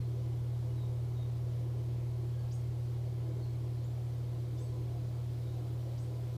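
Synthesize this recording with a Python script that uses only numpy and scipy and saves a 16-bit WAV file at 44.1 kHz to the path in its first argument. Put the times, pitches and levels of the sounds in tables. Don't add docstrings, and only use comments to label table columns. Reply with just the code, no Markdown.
import sys
import numpy as np
from scipy import signal
from scipy.fft import rfft, irfft, next_fast_len
from scipy.io import wavfile
from scipy.ndimage import uniform_filter1d, map_coordinates

SR = 44100
rng = np.random.default_rng(int(sys.argv[2]) if len(sys.argv) > 2 else 0)


def dump_mix(stems):
    frames = np.atleast_2d(stems).T
    limited = np.clip(frames, -1, 1)
    pcm = np.round(limited * 32767).astype(np.int16)
    wavfile.write(sys.argv[1], SR, pcm)


N = 280917
TIME = np.arange(N) / SR


HUM_MULTIPLES = [2, 4, 6, 8, 10, 14, 16, 18, 20, 22, 24, 28, 34, 38]
HUM_LEVELS = [0, -41, -26, -35, -43, -39.5, -45.5, -46, -50, -52, -56, -51.5, -55, -54]

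def motor(mains_hz, hum_db, waver_db, whine_hz, whine_db):
    hum = np.zeros(N)
    for multiple, db in zip(HUM_MULTIPLES, HUM_LEVELS):
        depth_db = waver_db * np.log(multiple / 2)
        hum += amp(db + depth_db * wobble(1.6)) * tone(np.full(N, multiple * mains_hz))
    whine = amp(whine_db + wobble(2.2)) * tone(whine_hz + wobble(3))
    return amp(hum_db) * microphone_drift() * hum + whine


# f/Hz, half width/Hz, relative level/dB
CASING_MODES = [(160.3, 9.6, -1.5), (185.6, 5.6, -2.5), (281, 7.4, -3.3), (321.7, 15.1, 1.5),
                (342, 16, -6.5), (368, 18, -3), (399, 14, -2), (503.3, 7.9, -1), (646.5, 21, -10.5),
                (1014.5, 19, -14.5)]

def fan(blade_hz, drone_db, flutter_db, air_db, surge_db, gust_db):
    def casing(hz):
        powers = (amp(db) ** 2 / (1 + ((hz - centre) / width) ** 2) ** 2
                  for centre, width, db in CASING_MODES)
        return np.sqrt(sum(powers))

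    drone = amp(drone_db + flutter_db * wobble(6.2)) * tone(blade_hz + .26 * wobble(5))
    crest_s, period_s = 3.28, 1.42
    flow_db = surge_db * np.cos(2 * np.pi * (TIME - crest_s) / period_s) + gust_db * wobble(4)
    air = amp(air_db + flow_db) * unit(filtered(rng.standard_normal(N), casing))
    return microphone_drift() * drone + air


# f/Hz, level/dB before the microphone drifts
LOW_MACHINE_TONES = [(46.4, -65.5), (58.2, -62), (95, -65), (156.8, -65), (181.4, -70), (202.6, -71)]

def low_tones():
    tones = sum(amp(db) * tone(hz + .1 * wobble(2)) for hz, db in LOW_MACHINE_TONES)
    return microphone_drift() * tones


def microphone_drift(from_s=1.6, db_per_s=.5):
    return amp(-db_per_s * np.maximum(TIME - from_s, 0))


# t/s, level/dB before the echo mix, length ratio, pitch ratio,
# held top/dB against the upsweep, lower side tone/dB against the main tone
NEAR_CHIPS = [(2.507, -60.3, 1, 1.01, -9, 3.5), (4.568, -67.5, 1.2, .975, .5, -3),
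              (5.969, -65.7, 1.1, .995, -4.3, -4)]

def chips(low_hz, top_hz, beat_hz, upper_side_db):
    length_s, attack_s, release_s = .076, .007, .016
    sweep_middle_s, sweep_ease_s, top_from_s, top_blend_s = .0165, .0055, .02, .006
    droop_from_s, droop_hz_per_s = .05, 17000
    out = np.zeros(N)
    for s, db, stretch, tune, top_db, side_db in NEAR_CHIPS:
        age = np.clip((TIME - s) / stretch, 0, length_s)
        sweep = 1 / (1 + np.exp((sweep_middle_s - age) / sweep_ease_s))
        droop = droop_hz_per_s * np.maximum(age - droop_from_s, 0)
        hz = tune * (low_hz + (top_hz - low_hz) * sweep - droop) * (1 + .013 * wobble(500))
        held = ramp((age - top_from_s) / top_blend_s)
        loudness = amp(db + top_db * held) * ramp(age / attack_s) * ramp((length_s - age) / release_s)
        side_gain = amp(side_db) * held * ramp(.5 + (droop_from_s - age) / release_s)
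        sides = tone(hz - beat_hz) + amp(upper_side_db) * tone(hz + beat_hz)
        out += loudness * (tone(hz) + side_gain * sides)
    return out


# t/s, length/s, start f/Hz, end f/Hz, level/dB before the echo mix
MIDDLE_PEEPS = [(0, .04, 4450, 4030, -70), (0.756, .11, 3990, 3700, -70.3), (1.15, .11, 3800, 3680, -68.8),
                (2.339, .06, 1670, 1616, -69.5), (2.378, .04, 4750, 4530, -72.5),
                (3.418, .04, 4560, 4100, -66.7), (3.839, .018, 6200, 7600, -67.5),
                (4.578, .024, 3510, 3620, -69.5), (4.645, .053, 4660, 4400, -71),
                (5.43, .11, 3870, 3680, -72.7)]

def peeps():
    return sum(whistle(*row) for row in MIDDLE_PEEPS)


def twitter(calls_per_s=7, mean_s=.03, centre_hz=3080, spread_hz=220, db=-77.5):
    out = np.zeros(N)
    for when, length, start, end, strength in rng.uniform(-1, 1, (int(calls_per_s * TIME[-1]), 5)):
        s = (when + 1) / 2 * TIME[-1]
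        start_hz, end_hz = centre_hz + spread_hz * start, centre_hz + spread_hz * end
        out += whistle(s, mean_s * (1 + length / 2), start_hz, end_hz, db + 2 * strength)
    return out


def whistle(s, length_s, start_hz, end_hz, db):
    first = int(s * SR)
    progress = np.arange(min(int(length_s * SR), N - first)) / (length_s * SR)
    quaver = map_coordinates(rng.standard_normal(64), [progress * length_s * 200])
    slide_hz = end_hz + (start_hz - end_hz) * (1 - progress) ** 1.5
    arch = np.sqrt(4 * progress * (1 - progress))
    note = amp(db) * arch * tone(slide_hz * (1 + .007 * quaver))
    return np.pad(note, (first, N - first - len(note)))


# f/Hz, time to fall by 60 dB (t/s)
YARD_DECAY = [(500, 1), (4000, 0.37), (10000, 0.26)]

def yard(x):
    hz, t, spectra = signal.stft(rng.standard_normal(SR // 2), SR, nperseg=256)
    decay = amp(-60 * t / along(YARD_DECAY, hz)[:, None])
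    tail = signal.istft(spectra * decay, SR, nperseg=256)[1]
    return signal.fftconvolve(x, tail / np.linalg.norm(tail))[:N]


# f/Hz, relative level/dB per Hz
ROAD_SPECTRUM = [(15, -17), (30, -1), (58, 4), (105, 6.5), (145, 5), (230, -5.5), (330, -3), (450, -4),
                 (680, -7), (900, -13.5), (1050, -19.5), (1300, -19), (1800, -29), (4000, -71)]

def traffic(rumble_db, tyres_db, pass_db):
    roads = rush(ROAD_SPECTRUM, patchy_db=1.2)
    bass = filtered(roads, lambda hz: 1 / (1 + (hz / 430) ** 8))
    return amp(rumble_db) * bass + amp(tyres_db + pass_db * vehicle_nearness()) * (roads - bass)


def vehicle_nearness(nearest_s=5.97, half_duration_s=.86):
    return 1 / (1 + ((TIME - nearest_s) / half_duration_s) ** 2)


# crest t/s, half length/s, f/Hz, level/dB
RUMBLE_SWELLS = [(4.96, 0.068, 680, -60), (5.584, 0.034, 740, -62), (5.9, 0.061, 540, -60)]

def swells(width_hz):
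    out = np.zeros(N)
    for s, half_length, centre_hz, db in RUMBLE_SWELLS:
        band = filtered(rng.standard_normal(N), lambda hz: np.exp(-((hz - centre_hz) / width_hz) ** 2))
        out += amp(db) * np.exp(-((TIME - s) / half_length) ** 2 / 2) * unit(band)
    return out


# f/Hz, relative level/dB per Hz
AIR_SPECTRUM = [(500, -11.5), (1400, -3.5), (1750, -3), (2150, 1), (2750, -3), (3100, -0.5), (3700, -0.8),
                (4400, -1.5), (5500, -4.5), (7000, -7), (9000, -9), (12000, -10), (15500, -10)]

def air_hiss(db, pass_db):
    return amp(db + pass_db * vehicle_nearness()) * rush(AIR_SPECTRUM, patchy_db=.8)


def rush(spectrum, patchy_db):
    spectra = signal.stft(rng.standard_normal(N), nperseg=512)[2]
    patches = uniform_filter1d(rng.standard_normal(spectra.shape), size=5, axis=0)
    patches = uniform_filter1d(patches, size=18, axis=1)
    noise = signal.istft(spectra * amp(patchy_db * unit(patches)), nperseg=512)[1][:N]
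    return unit(filtered(noise, lambda hz: amp(along(spectrum, hz))))


def tone(hz):
    return np.sqrt(2) * np.sin(2 * np.pi * (np.cumsum(hz) / SR + rng.random()))


def wobble(rate):
    return map_coordinates(rng.standard_normal(int(N * rate / SR) + 4), [TIME * rate])


def filtered(x, response):
    size = next_fast_len(N + SR // 2)
    return irfft(rfft(x, size) * response(np.fft.rfftfreq(size, 1 / SR)), size)[:N]


def along(points, hz):
    freqs, values = np.transpose(points)
    return np.interp(np.log(hz + 1), np.log(freqs), values)


def amp(db):
    return 10 ** (np.asarray(db) / 20)


def unit(x):
    return x / np.sqrt(np.mean(x ** 2) + 1e-20)


def ramp(u):
    return np.clip(u, 0, 1)


def scene():
    machine = motor(mains_hz=60, hum_db=-35.5, waver_db=.6, whine_hz=1109.4, whine_db=-79)
    machine += fan(blade_hz=83.2, drone_db=-47.5, flutter_db=.05, air_db=-55, surge_db=1.3, gust_db=1.2)
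    background = traffic(rumble_db=-53, tyres_db=-52.5, pass_db=1.5)
    background += air_hiss(db=-65, pass_db=1.3) + swells(width_hz=63)
    machine += low_tones()
    calls = chips(low_hz=4100, top_hz=8420, beat_hz=1800, upper_side_db=-8.5) + peeps()
    birds = amp(-1.5) * calls + yard(amp(-2.5) * calls + twitter())
    return (machine + birds + background)[None]


def record(dry):
    from_edge_s = np.minimum(TIME, TIME[-1] - TIME)
    ease = np.sin(np.pi / 2 * ramp(from_edge_s / .004)) ** 2
    return filtered(dry[0] * ease, lambda hz: hz < 15450)[None]


dry = scene()
out = record(dry)
dump_mix(out)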